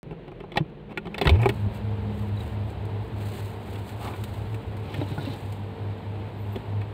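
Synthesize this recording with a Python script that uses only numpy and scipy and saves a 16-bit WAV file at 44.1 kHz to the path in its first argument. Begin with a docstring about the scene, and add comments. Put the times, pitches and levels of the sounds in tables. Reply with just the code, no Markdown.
"""Inside a refrigerator, heard by a microphone on a shelf: hands knock at the shut door, the seal snaps free and
the cabinet air booms upward in pitch; kitchen hum, a fan and room noise come in, clothes rustle and a glass jar
is dragged off. Knocks and rubs drive ringing liner modes with noise bursts or slips; bumps, a low push of air and
clinks are dying tones. The boom and a thin squeak are gliding tones, mains and fan wavering sines, and clothes,
cabinet air and room are shaped noise."""
import sys
import numpy as np
from scipy import signal
from scipy.fft import rfft, irfft
from scipy.io import wavfile
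from scipy.ndimage import uniform_filter1d

SR = 44100
rng = np.random.default_rng(int(sys.argv[2]) if len(sys.argv) > 2 else 0)


def how_loud(loudness_db):
    """Turn decibels into a plain amplitude multiplier (0 dB gives 1, 20 dB gives 10)."""
    steps = np.asarray(loudness_db, float) / 20
    return 10 ** steps


def wav_record(signal):
    """Record a signal, one row per channel, as 16-bit PCM in the file named by sys.argv[1]."""
    frames = np.transpose(np.atleast_2d(signal))
    bounded = np.clip(frames, -1, 1)
    # unit amplitude maps onto the largest positive 16-bit level
    quanta = np.round(bounded * 32767).astype(np.int16)
    wavfile.write(sys.argv[1], SR, quanta)


N = 305921
T = np.arange(N) / SR


def evened(x):
    """Scales to unit rms."""
    return x / np.sqrt(np.mean(x ** 2) + 1e-20)


def curve(rows, order=1):
    """Draws one column of a table as a line over time."""
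    rows = np.transpose(rows)
    return np.interp(T, rows[0], rows[order])


def add(mix, s, sound):
    """Mixes a sound in at time s."""
    part = mix[round(s * SR):][:len(sound)]
    part += sound[:len(part)]


def coloured(x, points):
    """Shapes x by a spectrum of (frequency [Hz], gain [dB]), joined along log frequency."""
    f, db = np.transpose(points)
    hz = np.fft.rfftfreq(len(x), 1 / SR)
    gain = how_loud(np.interp(np.log(hz + 1), np.log(f + 1), db))
    return irfft(rfft(x) * gain, len(x))


def slow(hz):
    """Random drift below hz, of unit rms."""
    return evened(signal.lfilter(*signal.butter(2, hz, fs=SR), rng.standard_normal(N)))


def resonate(x, hz, width):
    """A resonance of gain 1, by shifting to zero, smoothing and shifting back."""
    turn = np.exp(2j * np.pi * hz * T)
    r = np.exp(-np.pi * width / SR)
    return 2 * (turn * signal.lfilter([1 - r], [1, -r], x / turn)).real


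def ring(hz, t60, rise=0.004):
    """A dying tone with a soft onset; t60 and rise in seconds."""
    t = np.arange(round(.25 * SR)) / SR
    return (1 - np.exp(-t / rise)) * how_loud(-60 * t / t60) * np.sin(2 * np.pi * hz * t)


def glide(hz, db, waver_db):
    """A wavering tone that follows a pitch given per sample, with tapered ends."""
    tone = np.sqrt(2) * np.sin(2 * np.pi * np.cumsum(hz) / SR)
    level = how_loud(db + waver_db * slow(hz=41.7)[:len(hz)])
    return tone * level * signal.windows.tukey(len(hz), .1)


def fade_in(start_s, length_s):
    """A straight ramp from 0 to 1."""
    return np.clip((T - start_s) / length_s, 0, 1)


LEAK, SEAL_S, SWING_S = 0.11, 0.99, 0.28  # opening 0-1 with the door shut; start and length of the swing [s]
CLOSING_PER_S = 0.02  # slow drift back


def door():
    """How far the door stands open, 0-1: a straight swing, then a slow drift back."""
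    opened = LEAK + (1 - LEAK) * fade_in(SEAL_S, SWING_S)
    return np.clip(opened - CLOSING_PER_S * np.maximum(T - SEAL_S - SWING_S, 0), 0, 1)


BOOM_S, BOOM_END_S, BOOM_ATTACK_S = 1.296, 1.57, 0.012
BOOM_DB, BOOM_RISE_DB_PER_S, BOOM_FADE_DB_PER_S = -12.5, 700, 73
BOOM_SHUT_HZ, BOOM_OPEN_HZ, BOOM_TURN_S, BOOM_GLIDE_S = 68, 119.6, 1.355, 0.0206  # S-shaped climb


def boom():
    """The cabinet air swells as the seal lets go, then fades while its pitch climbs."""
    t = np.arange(BOOM_S, BOOM_END_S, 1 / SR)
    climb = 1 / (1 + np.exp((BOOM_TURN_S - t) / BOOM_GLIDE_S))
    hz = BOOM_SHUT_HZ + (BOOM_OPEN_HZ - BOOM_SHUT_HZ) * climb
    age = t - BOOM_S - BOOM_ATTACK_S
    swell = np.where(age < 0, BOOM_RISE_DB_PER_S * age, -BOOM_FADE_DB_PER_S * age)
    return glide(hz, BOOM_DB + swell, waver_db=1.8)


# treble as the microphone hears it, a dip near 6 kHz and peaks near 8 and 14 kHz:
# (frequency [Hz], relative level [dB per Hz])
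MICROPHONE_TREBLE = [(2500, 8.5), (4300, 6.5), (5600, -10), (6800, -3.5), (8200, 3.5), (10000, -5.5),
                     (14500, -1.5), (15650, -2.5), (15900, -54)]


def treble(x):
    """Keeps the upper spectrum of x as the microphone hears it."""
    return coloured(x, MICROPHONE_TREBLE)


def level_to_loudest(x, size):
    """Scales the loudest stretch of size samples to unit rms."""
    return x / np.sqrt(uniform_filter1d(x ** 2, size).max())


# plastic liner and door-part modes: (nominal frequency [Hz], relative level [dB], undamped t60 [s])
LINER_MODES = [(389, 1.5, 0.044), (686, 2.5, 0.019), (823, -1, 0.036), (982, -8.5, 0.042),
               (1450, 7.5, 0.041), (1900, 8, 0.022), (2293, 18.5, 0.0083), (2570, 16.5, 0.011),
               (3000, 11.5, 0.016), (3450, 21.5, 0.007), (3960, 1, 0.014), (4580, -54, .03),
               (532, -7, 0.05), (1217, -12.5, 0.042), (3850, 12, 0.009)]


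def liner(drive, db, bright_hz, body_db, heft_db, focus_db, treble_db, damping, size):
    """The drive rings the liner modes; the spot touched favours some and detunes all a little."""
    upper, body = np.zeros((2, len(drive)))
    for hz, mode_db, t60 in LINER_MODES:
        tone = ring(hz * (1 + .03 * rng.standard_normal()), t60 / damping, rise=.0004)
        mode = signal.oaconvolve(drive, tone)[:len(drive)] * how_loud(mode_db)
        if hz > 1300:
            upper += mode * how_loud(-focus_db * np.log2(hz / bright_hz) ** 2)
        else:
            body += mode * how_loud(heft_db * np.log2(1070 / hz))  # heavier touches reach the low modes
    crack = treble(signal.lfilter([1], [1, -.6], drive))  # blunted drive
    sound = level_to_loudest(upper, size)
    sound += how_loud(body_db) * level_to_loudest(body, size)
    sound += how_loud(treble_db) * level_to_loudest(crack, size)
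    return how_loud(db) * sound


def knock(db, bright_hz, body_db):
    """A rattle of a few milliseconds with a weaker shudder after it rings the liner."""
    t = np.arange(round(.12 * SR)) / SR
    decay = how_loud(-60 * t / 0.032) + how_loud(-19.0 - 60 * t / 0.078)
    rattle = rng.standard_normal(len(t)) * decay
    padded = np.r_[np.zeros(200), rattle]  # room for the levelling window before the onset
    return liner(padded, db, bright_hz, body_db, heft_db=2.5, treble_db=-9.5, focus_db=13.0,
                 damping=1.0, size=200)[200:]


# knocks and snaps: (time [s], level of upper modes [dB], brightest frequency [Hz],
# hollow body against upper modes [dB])
KNOCKS = [(0.109, -48, 1490, 12), (0.1231, -52, 1510, 18.5), (0.2791, -51, 2410, 13.5),
          (0.3163, -52.5, 2360, 15.5), (0.403, -46, 2040, 10), (0.4377, -54.5, 1820, 17.5),
          (0.519, -42, 2820, 2.5), (0.5414, -49, 3300, 9), (0.5576, -42, 3320, 14.5),
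          (0.5713, -21, 2750, 3), (0.9741, -26.5, 1860, -4), (1.0548, -47, 2540, 8),
          (1.069, -42.5, 2540, 8.5), (1.1435, -31.5, 1900, -3.5), (1.1807, -31, 2800, 1),
          (1.2131, -24.5, 2940, 5), (1.2536, -27, 2310, 5), (1.271, -18.5, 2630, 0),
          (1.293, -20.5, 2920, 0), (1.4313, -32, 1770, 2.5), (1.457, -24.5, 2120, 10),
          (1.491, -26, 2240, 4), (3.464, -55, 1800, 16), (3.684, -50, 1500, 11), (3.756, -44.5, 2500, -9),
          (4.0747, -40.5, 2460, 4), (4.1364, -42, 1570, 5.5), (4.239, -47, 4190, -17),
          (4.5437, -43, 1800, 6.5), (4.9408, -36, 2460, -4), (5.012, -40.5, 1740, 11.5),
          (5.178, -46, 1500, 13), (5.336, -48, 2500, 7), (6.558, -39, 2370, 10.5), (6.8146, -43, 2130, -10)]


def knocks(mix):
    """Knocks and snaps, each a short rattle of the liner."""
    for s, db, bright_hz, body_db in KNOCKS:
        add(mix, s, knock(db, bright_hz, body_db))


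FOCUS_DB, WANDER_S = 41, 0.19  # focus of a very short rub [dB per octave squared]; its loss with length


def rub(length, db, bright_hz, body_db, heft_db):
    """A dense, lurching run of uneven slips; the touch damps the modes."""
    stroke = signal.windows.tukey(round(length * SR), .65)
    stroke *= how_loud(2.0 * slow(hz=35)[:len(stroke)])
    slips = how_loud(2.6 * rng.exponential(1, len(stroke)))
    slips *= rng.random(len(stroke)) < 4500 / SR  # about 4500 slips per second
    slips *= rng.choice([-1, 1], len(stroke)) * stroke
    focus_db = FOCUS_DB * np.exp(-length / WANDER_S)  # a short rub stays on one spot, a long one wanders
    return liner(np.r_[slips, np.zeros(3000)], db, bright_hz, body_db, heft_db, focus_db=focus_db,
                 treble_db=-8.5, damping=2.1, size=len(stroke) // 2)


# seal peeling, door creaking, hand and jar dragging: (time [s], length [s], level of upper modes [dB],
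# brightest frequency [Hz], hollow body against upper modes [dB], heft [dB per octave down])
RUBS = [(0.589, 0.032, -54.5, 2200, 18, 3), (0.887, 0.05, -51, 2400, 9.5, 0),
        (1.222, 0.035, -42.5, 2500, 11, 12), (1.29, 0.096, -44.5, 2320, 12.5, 12),
        (1.374, 0.099, -41.5, 2160, 6.5, -9), (3.261, 0.2, -62, 3300, 12, 7),
        (3.97, 0.22, -54, 2200, 16, -7), (4.798, 0.31, -50, 3000, 5.5, 0), (5.052, 0.13, -51.5, 3600, 9, 6),
        (5.151, 0.25, -48.5, 3380, 7.5, 6)]


def rubs(mix):
    """Peeling, creaking and dragging, each a run of slips that rings the liner modes."""
    for s, length, db, bright_hz, body_db, heft_db in RUBS:
        add(mix, s, rub(length, db, bright_hz, body_db, heft_db))


BUMP_T60_S = 0.082
BUMP_OVERTONE, BUMP_OVERTONE_DB = 2.1, -9.5  # second mode: multiple of the pitch, relative level
# dull bumps, and the low push of air as the door comes open (68 Hz): (time [s], level [dB], frequency [Hz])
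BUMPS = [(0.062, -29, 140), (0.112, -25, 150), (0.603, -10, 150), (1.061, -21.5, 170), (1.216, -22, 166.6),
         (1.258, -11, 150), (1.265, -4.5, 68), (1.662, -10.5, 91), (4.981, -15, 131), (5.013, -17, 286),
         (5.111, -18.5, 138), (5.178, -15, 140), (5.269, -20, 271), (5.29, -17.5, 123), (6.561, -23, 241)]


def bumps(mix):
    """Dull bumps and the opening door's low push of air, each two quickly dying tones."""
    for s, db, hz in BUMPS:
        thud = ring(hz, BUMP_T60_S)
        thud += how_loud(BUMP_OVERTONE_DB) * ring(hz * BUMP_OVERTONE, BUMP_T60_S)
        add(mix, s, how_loud(db) * thud)


JAR_CYCLES = 100  # cycles until a clink has died by 60 dB
# glass clinks: (time [s], level [dB], frequency [Hz])
CLINKS = [(2.372, -29.5, 3900), (2.404, -28, 3850), (5.015, -26, 3810), (5.18, -29, 1450),
          (5.259, -30, 2740)]


def jar(mix):
    """The glass clinks in single tones that die sooner the higher they are."""
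    for s, db, hz in CLINKS:
        add(mix, s, how_loud(db) * ring(hz, JAR_CYCLES / hz))


STILL_DB, SWISH_ENDS_DB = -69.5, -5.5  # faint rustle between swishes; both ends of one against its middle
TICKS_PER_S, TICKS_DB = 60, -4  # small ticks on the swishes: rate, least height against the grain
# swishes of clothes: (middle [s], length [s], level at the middle [dB])
SWISHES = [(1.533, 0.2, -57.5), (1.756, 0.046, -52), (2.214, 0.16, -57.5), (2.444, 0.14, -54.5),
           (2.708, 0.061, -57.5), (3.053, .06, -63), (3.22, 0.041, -53), (3.37, 0.26, -48.5),
           (3.736, 0.19, -53), (3.896, 0.077, -51), (4.054, 0.094, -46.5), (4.244, 0.57, -55),
           (4.55, 0.055, -63), (4.96, 0.34, -58.5), (5.098, 0.043, -54), (5.277, 0.42, -53.5),
           (5.533, 0.14, -61.5), (6.51, .18, -62)]
# sharp treble ticks, several of them the bright crack of a knock: (time [s], starting level [dB])
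CRACKLES = [(1.1822, -40.5), (1.214, -38), (1.245, -42.5), (1.2939, -35), (1.417, -39.5), (1.457, -43),
            (1.4905, -33), (1.7467, -50), (2.852, -49), (3.2885, -46), (4.1614, -45), (4.238, -37),
            (4.3674, -57), (4.544, -44.5), (4.7686, -48), (4.9412, -44), (5.523, -44), (6.5614, -49),
            (6.5826, -60)]


def rustle():
    """Grainy hiss of clothes in swishes with small ticks, and sharp treble ticks as dying noise bursts."""
    grain = how_loud(0.6 * slow(hz=150) + 1.55 * slow(hz=30))
    heights = how_loud(TICKS_DB + 3.55 * np.minimum(rng.exponential(1, N), 2))
    ticks = (rng.random(N) < TICKS_PER_S / SR) * heights
    grain += signal.oaconvolve(ticks, how_loud(-60 * T[:800] / 0.016))[:N]
    hiss = evened(treble(rng.standard_normal(N) * grain))
    power = how_loud(2 * STILL_DB)
    for s, length, db in SWISHES:
        power = power + how_loud(2 * (db + SWISH_ENDS_DB * (2 * (T - s) / length) ** 2))
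    out = np.sqrt(power) * hiss * fade_in(1.3, 0.15)  # let in by the opening door
    for s, db in CRACKLES:
        burst = evened(treble(rng.standard_normal(800)))
        add(out, s, how_loud(db) * burst * how_loud(-60 * T[:800] / 0.053))
    return out


SQUEAK_S, SQUEAK_LENGTH_S, SQUEAK_DB = 6.36, .2, -74
SQUEAK_HZ, SQUEAK_RISE_HZ = 13400, 500


def squeak():
    """A thin broken whistle, perhaps the hinge, that jumps up in pitch at its start."""
    t = T[:round(SQUEAK_LENGTH_S * SR)]
    hz = SQUEAK_HZ + SQUEAK_RISE_HZ * (1 - np.exp(-t / .03))
    hz += 110 * slow(hz=25)[:len(t)]
    return glide(hz, SQUEAK_DB, waver_db=6.5)


MAINS_HZ, FAN_HZ = 50.1, 103.5
# mains hum: (multiple of the mains frequency, level with the door wide open [dB])
MAINS = [(2, -38), (3, -54), (6, -65.5), (8, -56), (9, -52.5)]
# fan with a strong octave, swelling while the door reflects it inward:
# (time [s], octave level [dB], fundamental level with the door wide open [dB])
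FAN = [(.7, -51, -37), (1.5, -42, -31.5), (2.35, -36.5, -33), (2.8, -47, -31.5), (4.05, -49.5, -49.5),
       (6.94, -52, -32.5)]


def hum():
    """Mains multiples beating with the fan just above them; the fan's octave is heard first."""
    gap = door() * fade_in(1.25, 0.056)  # mains and fan fundamental come in at 1.25 s
    mains = np.zeros(N)
    for multiple, db in MAINS:
        level = how_loud(db + 2.2 * slow(hz=1.48) + 2.6 * slow(hz=5.2))
        mains += level * np.sin(2 * np.pi * (multiple * MAINS_HZ * T + rng.random()))
    turns = np.cumsum(FAN_HZ * (1 + 0.004 * slow(hz=6.5))) / SR + rng.random()
    fundamental = how_loud(curve(FAN, order=2) + 2.0 * slow(hz=4.4)) * np.sin(2 * np.pi * turns)
    octave = how_loud(curve(FAN) + 3.23 * slow(hz=9.8)) * np.sin(2 * np.pi * 2 * turns)
    octave *= T > FAN[0][0]  # heard from 0.7 s, before the door moves
    return np.sqrt(2) * (gap * (mains + fundamental) + octave)


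# low air of the open cabinet, stirred by the door's swing and the arm reaching in: (time [s], level [dB])
CABINET_LEVEL = [(1.55, -33), (2.8, -34), (3.5, -42.5), (4.55, -34), (5.2, -39.5), (5.95, -51),
                 (6.4, -42.5), (6.9, -44)]
# its resonances: (frequency [Hz], width of each of two passes [Hz], relative level [dB])
CABINET_AIR = [(69, 29, -2), (106.6, 9, 1.5)]


def cabinet():
    """Noise in the low air resonances of the open cabinet."""
    noise = rng.standard_normal(N)
    air = np.zeros(N)
    for hz, width, db in CABINET_AIR:
        mode = resonate(resonate(noise, hz, width), hz, width)
        air += how_loud(db) * evened(mode)
    return how_loud(curve(CABINET_LEVEL)) * evened(air) * fade_in(1.3, 0.13)  # takes over as the boom dies


SHUT_DB, OPEN_DB = -41.5, -38.5  # rms levels before the door weights them
# room noise heard inside, door shut and door open: (frequency [Hz], relative level [dB per Hz])
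SHUT_SPECTRUM = [(25, -20), (50, -7), (75, -19.5), (160, -7), (230, -21), (445, -14.5), (620, -25.5),
                 (1000, -32), (1300, -37.5), (2700, -39), (4100, -47.5), (5200, -68), (6000, -69),
                 (15500, -76.5)]
OPEN_SPECTRUM = [(25, -40), (50, -14.5), (79, -5.5), (156, -8.5), (289, -13), (445, -14), (520, -17),
                 (900, -17), (1200, -27), (2630, -31.5), (4000, -36.5), (5900, -60), (8200, -53.5),
                 (10500, -63.5), (14500, -56.5), (15900, -91)]


def room():
    """Muffled noise with the door shut, the kitchen's fuller noise as it opens."""
    shut = evened(coloured(rng.standard_normal(N), SHUT_SPECTRUM))
    wide = evened(coloured(rng.standard_normal(N), OPEN_SPECTRUM))
    opening = door()
    noise = how_loud(SHUT_DB) * shut * np.sqrt(1 - opening) + how_loud(OPEN_DB) * wide * opening
    return noise * how_loud(0.45 * slow(hz=11.5))


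def scene():
    """Everything as heard on the shelf."""
    mix = rustle() + hum() + cabinet() + room()
    add(mix, BOOM_S, boom())
    knocks(mix)
    rubs(mix)
    bumps(mix)
    jar(mix)
    add(mix, SQUEAK_S, squeak())
    return mix[None]


def top_cut(x):
    """Nothing passes above the cut-off."""
    return signal.sosfilt(signal.butter(12, 16300, fs=SR, output="sos"), x)


def record(dry):
    """Cuts the deep bass and keeps a short silence at the start."""
    high_pass = signal.butter(4, 38, "high", fs=SR, output="sos")
    cut = signal.sosfilt(high_pass, dry)
    finished = cut * (T > 0.031)  # silent up to 31 ms
    return top_cut(finished)


dry = scene()
out = record(dry)
wav_record(out)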